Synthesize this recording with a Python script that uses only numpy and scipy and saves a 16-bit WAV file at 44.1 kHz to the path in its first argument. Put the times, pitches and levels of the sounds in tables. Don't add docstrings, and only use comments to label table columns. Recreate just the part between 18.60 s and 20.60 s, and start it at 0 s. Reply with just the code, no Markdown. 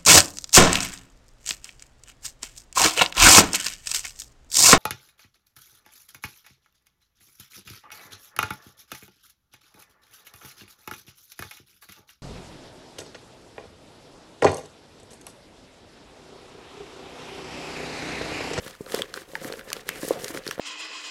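import sys
import numpy as np
from scipy import signal
from scipy.fft import rfft, irfft
from scipy.io import wavfile

SR = 44100
rng = np.random.default_rng(int(sys.argv[2]) if len(sys.argv) > 2 else 0)


def dump_mix(stems):
    frames = np.atleast_2d(stems).T
    limited = np.clip(frames, -1, 1)
    pcm = np.round(limited * 32767).astype(np.int16)
    wavfile.write(sys.argv[1], SR, pcm)


def to_linear_factor(level_db):
    exponent = np.asarray(level_db, float) / 20
    return 10 ** exponent


N = 88200

# start_s, length_s, paper_db, treble_db (over paper), box_db
STROKES = [(-.03, 0.13, -49.5, -2, -47), (0.05, 0.022, -43.5, -11, -42), (0.112, 0.028, -51.5, -7, -55),
           (0.18, 0.18, -61.5, 5.5, -50), (0.263, 0.15, -49, 0.5, -43.5), (0.302, 0.089, -39, -6.5, -37.5),
           (0.393, 0.15, -53.5, -29, -48.5), (0.53, 0.045, -43, -3.5, -45.5), (0.576, 0.042, -57, 7, -49),
           (0.67, 0.096, -58, 4, -50), (0.73, 0.14, -48.5, -16, -47), (0.798, 0.086, -44.5, 0, -37.5),
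           (0.889, 0.11, -49, -2.5, -43.5), (1.02, 0.072, -58.5, 2, -48.5), (1.064, 0.14, -46, -7.5, -46),
           (1.248, 0.14, -46, -4.5, -41), (1.353, 0.07, -50, 1.5, -65), (1.399, 0.13, -42.5, 2, -45.5),
           (1.517, 0.059, -54.5, 3.5, -38), (1.57, 0.14, -45.5, 1, -41.5), (1.715, 0.063, -43.5, 1, -36.5),
           (1.823, 0.13, -50.5, -15, -54), (1.835, 0.099, -48.5, -4, -50), (1.976, .05, -50, -3, -43)]
# pitch_hz, width_hz, level_db
BOX = [(160, 21, -24), (338, 142, -2.5), (397, 112, 2), (537, 128, -3), (755, 52, -8), (1190, 460, -19)]
TABLE_HZ, TABLE_WIDTH_HZ = 106, 222
SNAP_LAG_S = 0.0007


def reson(x, hz, width_hz):
    return signal.lfilter(*signal.iirpeak(min(hz, 0.45 * SR), max(hz / width_hz, 0.3), fs=SR), x)


def twice(x, hz, width_hz):
    return reson(reson(x, hz, width_hz), hz, width_hz)


def body(x, peaks):
    return sum((-1) ** k * to_linear_factor(db) * reson(x, hz, width) for k, (hz, width, db) in enumerate(peaks))


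def unit(x):
    return x / np.sqrt(np.mean(x ** 2))


def peak(x):
    return x / np.abs(x).max()


def grains(per_s, spread_db):
    on = rng.random(N) < per_s / SR
    size = np.minimum(rng.exponential(size=N), 3.5)
    return on * rng.standard_normal(N) * to_linear_factor(spread_db * size)


def walk(rate_hz):
    w = 2 * np.pi * rate_hz / SR
    two_poles = np.convolve([1, w - 1], [1, w - 1])
    return unit(signal.lfilter([w * w], two_poles, rng.standard_normal(N)))


def add(out, at_s, x):
    i = int(at_s * SR)
    out[i:i + len(x)] += x[:max(N - i, 0)]


def room_tone():
    # pitch_hz, level_db
    spectrum = [(15, -14), (25, 10.5), (326, -12), (962, -6.5), (2410, -9.5), (4250, -26), (5730, -22),
                (14800, -22.5), (16000, -32)]
    tint_hz, tint_db = np.array(spectrum).T
    hz = np.maximum(np.arange(N // 2 + 1) * SR / N, 10)
    tint = to_linear_factor(np.interp(np.log(hz), np.log(tint_hz), tint_db))
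    return to_linear_factor(-56.5) * unit(irfft(rfft(rng.standard_normal(N)) * tint, N))


def echo(x):
    level_db, t60_s, dull_hz, gap_s = -22, 0.1, 4000, 0.003
    t = np.arange(SR // 4) / SR
    tail = rng.standard_normal(len(t)) * np.exp(-np.log(1000) * t / t60_s) * (t > gap_s)
    tail = signal.lfilter(*signal.butter(1, dull_hz, fs=SR), tail)
    return to_linear_factor(level_db) * signal.fftconvolve(x, tail / np.sqrt(np.sum(tail ** 2)))[:N]


def scrapes():
    # start_s, length_s, level_db, start_hz, end_hz
    drags = [
        (0.351, 0.047, -40, 3500, 3420),
        (1.298, 0.09, -42, 2490, 2140),
        (1.513, 0.089, -37.5, 647, 700),
    ]
    q = 6.9
    out = np.zeros(N)
    for at, length, db, start_hz, end_hz in drags:
        u = np.linspace(0, 1, int(length * SR))
        grit = grains(3000, 0.8)[:len(u)]
        x = (1 - u) * reson(grit, start_hz, start_hz / q) + u * reson(grit, end_hz, end_hz / q)
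        swell = np.sqrt(np.sin(np.pi * u ** 0.25).clip(0))
        add(out, at, to_linear_factor(db) * unit(x) * swell)
    return out


def rings():
    # start_s, peak_db, pitch_hz
    corners = [(0.261, -36, 3970), (.419, -26, 7900), (0.5403, -25.5, 4060), (0.9233, -26.5, 3920),
               (1.1296, -25, 13000), (1.2902, -20.5, 6260), (1.2897, -24.5, 3330), (1.6813, -28.5, 7500),
               (1.91, -21, 5550), (1.909, -23, 2820), (0.7537, -30, 900), (0.8997, -37.5, 1300)]
    q, decay_s = 4.2, 0.0011
    out = np.zeros(N)
    shape = np.exp(-np.arange(1024) / SR / decay_s)
    for at, db, hz in corners:
        burst = rng.standard_normal(1024) * shape
        add(out, at + SNAP_LAG_S, to_linear_factor(db) * peak(twice(burst, hz, hz / q)))
    return out


def knocks():
    # start_s, peak_db, pitch_hz, table_db (thud share)
    hits = [(0.029, -45, 460, -8), (0.061, -34, 520, 2.5), (0.204, -27, 427, 1.5), (0.262, -34.5, 500, -12),
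            (0.339, -14.5, 452, -20), (0.372, -27.5, 388, -28), (0.391, -24, 540, -11.5),
            (0.405, -26.5, 429, -3.5), (0.57, -30.5, 400, -26), (0.614, -39, 354, -26),
            (0.731, -31.5, 523, -11), (0.812, -34.5, 510, 1), (0.846, -29, 303, -3), (0.897, -25, 443, -15),
            (0.935, -28.5, 484, -25), (1.072, -36, 450, -7), (1.163, -29.5, 450, -17),
            (1.286, -31.5, 435, -14), (1.4275, -25, 321, -5), (1.445, -25.5, 477, -5),
            (1.476, -26, 440, -8), (1.5042, -9, 483, -25), (1.632, -31.5, 476, -4),
            (1.654, -30.5, 450, -18), (1.7, -30, 316, -17), (1.745, -27, 364, -8), (1.863, -28, 377, -6),
            (1.884, -29, 452, -1.5), (1.976, -29, 524, -6), (1.991, -24, 305, -27),
            (1.992, -16.5, 580, -25), (1.506, -22.5, 316, -21), (1.4285, -26.5, 560, -17),
            (0.848, -36, 554, -20), (1.742, -31.5, 565, -25), (0.44, -37.5, 344, -19)]
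    # start_s, peak_db, pitch_hz, table_db (thud share)
    soft_knocks = [(0.113, -49, 393, -19), (0.537, -41, 600, -18), (0.688, -44, 338, -16),
                   (0.782, -42, 430, -16), (0.87, -38, 516, -12), (0.919, -28.5, 433, -17),
                   (0.971, -38.5, 470, -6), (0.99, -39, 452, -14), (1.036, -42.5, 510, -14), (1.1, -40, 430, -9),
                   (1.129, -33.5, 624, -12), (1.147, -46, 463, -20), (1.265, -40, 436, -12),
                   (1.314, -43, 427, -12), (1.356, -41.5, 290, -2), (1.53, -37, 530, -16), (1.56, -31, 503, -14),
                   (1.596, -40, 358, -14), (1.611, -40, 498, -16), (1.642, -32, 472, -9), (1.724, -39, 365, -20),
                   (1.761, -31.5, 374, -3), (1.774, -36.5, 263, -11), (1.789, -44, 500, -14)]
    knock_lag_s, soft_lead_s, push_s = 0.002715, 0.00202, 0.00095
    rows = [*hits, *((at - soft_lead_s, *rest) for at, *rest in soft_knocks)]
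    out, t = np.zeros(N), np.arange(4096) / SR
    push = np.sin(np.pi * np.clip(t / push_s, 0, 1)) ** 2
    thud = peak(twice(push, TABLE_HZ, TABLE_WIDTH_HZ))
    edge = to_linear_factor(-16) * peak(twice(np.gradient(push), 1090, 370))
    wall_band = signal.butter(2, [214, 1100], "band", fs=SR)
    for at, db, hz, table_db in rows:
        detune = 1 + 0.06 * rng.standard_normal(len(BOX))
        walls = sum(to_linear_factor(g) * reson(push, f * d, width) for (f, width, g), d in zip(BOX, detune))
        ring = peak(reson(reson(push, hz, hz / 4.55), hz, hz / 1.45))
        x = ring + to_linear_factor(-9.5) * peak(signal.lfilter(*wall_band, walls))
        add(out, at + knock_lag_s, to_linear_factor(db) * (peak(x) - to_linear_factor(table_db) * thud + edge))
    return out


def ticks():
    # start_s, peak_db, pitch_hz (strongest ring), sheet_db (share), treble_db (share)
    creases = [(0.0621, -32, 1550, -14, -14), (0.263, -36, 1480, -40, -40), (0.32, -28, 1630, 3.5, -10),
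               (0.3455, -24.5, 1490, 5.5, 5.5), (0.389, -26, 1960, -26, -36),
               (0.419, -13, 3430, -17, -11.5), (0.5395, -21.5, 1640, -2.5, -12),
               (0.5604, -28.5, 1510, -11, -23), (0.5745, -22.5, 1480, -24, -17),
               (0.7528, -15, 1800, -22, -20), (0.845, -24, 1850, -5.5, -3),
               (0.9234, -22.5, 1800, -6.5, -20), (0.9927, -25.5, 1700, -15, -11),
               (1.1017, -28.5, 1670, 0.5, -14), (1.1295, -17, 6600, 3.5, -1.5),
               (1.1652, -28.5, 1410, -1, -8), (1.2893, -14, 1970, -2, 3.5), (1.3571, -27, 1950, -18, -18),
               (1.4297, -29.5, 1680, -15, -6), (1.485, -32, 1800, 1, 14.5), (1.6433, -21.5, 5150, -0.5, -6),
               (1.6809, -27, 4250, -4, -2), (1.7454, -29, 2070, -0.5, -10), (1.7727, -20, 1730, -18, -33),
               (1.8647, -25.5, 1950, -4, -15), (1.8766, -21, 4800, -0.5, -5),
               (1.91, -18.5, 1520, -10, -0.5), (1.979, -32.5, 1680, -20, -8)]
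    # start_s, peak_db, pitch_hz (strongest ring), treble_db (share, also of the sheet)
    faint = [(0.0785, -32, 1350, 2), (0.1503, -37.5, 1320, -4), (0.2752, -39, 1350, -21),
             (0.618, -35, 1600, -5), (0.716, -40.5, 3500, -12), (0.8783, -34, 1320, -14),
             (0.937, -26.5, 1800, -37), (1.01, -32, 1610, -17), (1.1169, -25.5, 1380, -21),
             (1.1936, -36, 1870, -23), (1.284, -29, 2800, -23), (1.4505, -26.5, 9300, -8),
             (1.5348, -31.5, 3340, -26), (1.689, -33, 3330, -18), (1.705, -30, 1290, -16),
             (1.8364, -38.5, 4170, -18), (1.888, -34, 1540, -11), (0.2866, -37, 2050, -12),
             (.2977, -35, 3330, -8), (0.688, -47, 3760, -10), (0.697, -55, 1350, -8),
             (0.814, -40, 1650, -8), (0.9565, -39, 1600, -10), (1.3763, -37, 1800, -8),
             (1.6194, -33, 4450, -10), (1.9872, -34, 1380, -8), (1.996, -24.5, 1660, -25)]
    rows = [*creases, *((*row, row[-1]) for row in faint)]
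    q, hold_s, decay_s = 2.4, 0.0006, 0.0011
    out, t = np.zeros(N), np.arange(1024) / SR
    crackle_shape = np.exp(-np.maximum(t - hold_s, 0) / decay_s)
    snap = to_linear_factor(10.5) * (np.arange(1024) == 8)
    for at, db, hz, sheet_db, treble_db in rows:
        burst = rng.standard_normal(1024) * crackle_shape + snap
        ring = to_linear_factor(7) * peak(twice(burst, hz, hz / q))
        fold = to_linear_factor(2.5) * peak(twice(burst, 2170, 2230))
        sheet = to_linear_factor(4) * peak(twice(burst, 3760, 5200))
        bright = to_linear_factor(-0.5) * peak(twice(burst, 8610, 6800))
        x = peak(ring + fold) + to_linear_factor(sheet_db) * sheet + to_linear_factor(treble_db) * bright
        add(out, at + SNAP_LAG_S, to_linear_factor(db) * x)
    return out


def strokes(gains_db, release_s):
    attack_s = 0.032
    t, power = np.arange(N) / SR, 0
    for (start, length, *_), db in zip(STROKES, gains_db):
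        rise = np.clip((t - start) / attack_s, 0, 1)
        fall = np.exp(-np.maximum(t - start - length, 0) / release_s)
        power = power + (to_linear_factor(db) * rise * fall) ** 2
    return np.sqrt(power)


def patches(peaks, together_db):
    total = 0
    for hz, width, db in peaks:
        flicker = to_linear_factor(db + together_db + 4.14 * walk(50))
        total = total + flicker * reson(grains(14000, 2.5), hz, width)
    return unit(total)


def sliding():
    # pitch_hz, width_hz, level_db
    paper_low = [(1148, 380, -0.5), (1800, 470, 3.5), (3080, 1030, -3.5), (4370, 3480, -5.5)]
    # pitch_hz, width_hz, level_db
    paper_high = [(7100, 4800, -1.5), (9330, 5400, -7.5), (11800, 1100, -4), (16000, 1330, -22.5)]
    release_s, treble_release_s = 0.037, 0.008
    _, _, paper_db, treble_db, box_db = np.array(STROKES).T
    together_db = 0.54 * walk(47)
    low = patches(paper_low, together_db) * strokes(paper_db, release_s)
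    high = to_linear_factor(-1.5) * patches(paper_high, together_db) * strokes(paper_db + treble_db, treble_release_s)
    bumps = grains(1100, 2.2) * to_linear_factor(0.96 * walk(12))
    box = unit(body(bumps, BOX))
    table = to_linear_factor(-5) * unit(twice(bumps, TABLE_HZ, TABLE_WIDTH_HZ))
    return low + high + (box + table) * strokes(box_db - 3, release_s)


def scene():
    near = scrapes() + rings() + knocks() + ticks() + sliding()
    near = signal.lfilter(*signal.butter(2, 141, "high", fs=SR), near)
    return (near + echo(near) + room_tone())[None]


def band_limit(x):
    return signal.sosfilt(signal.butter(12, 16540, fs=SR, output="sos"), x)


def record(dry):
    top_cut = signal.cheby1(10, 0.5, 15800, fs=SR, output="sos")
    return band_limit(signal.sosfilt(top_cut, dry))


dry = scene()
out = record(dry)
dump_mix(out)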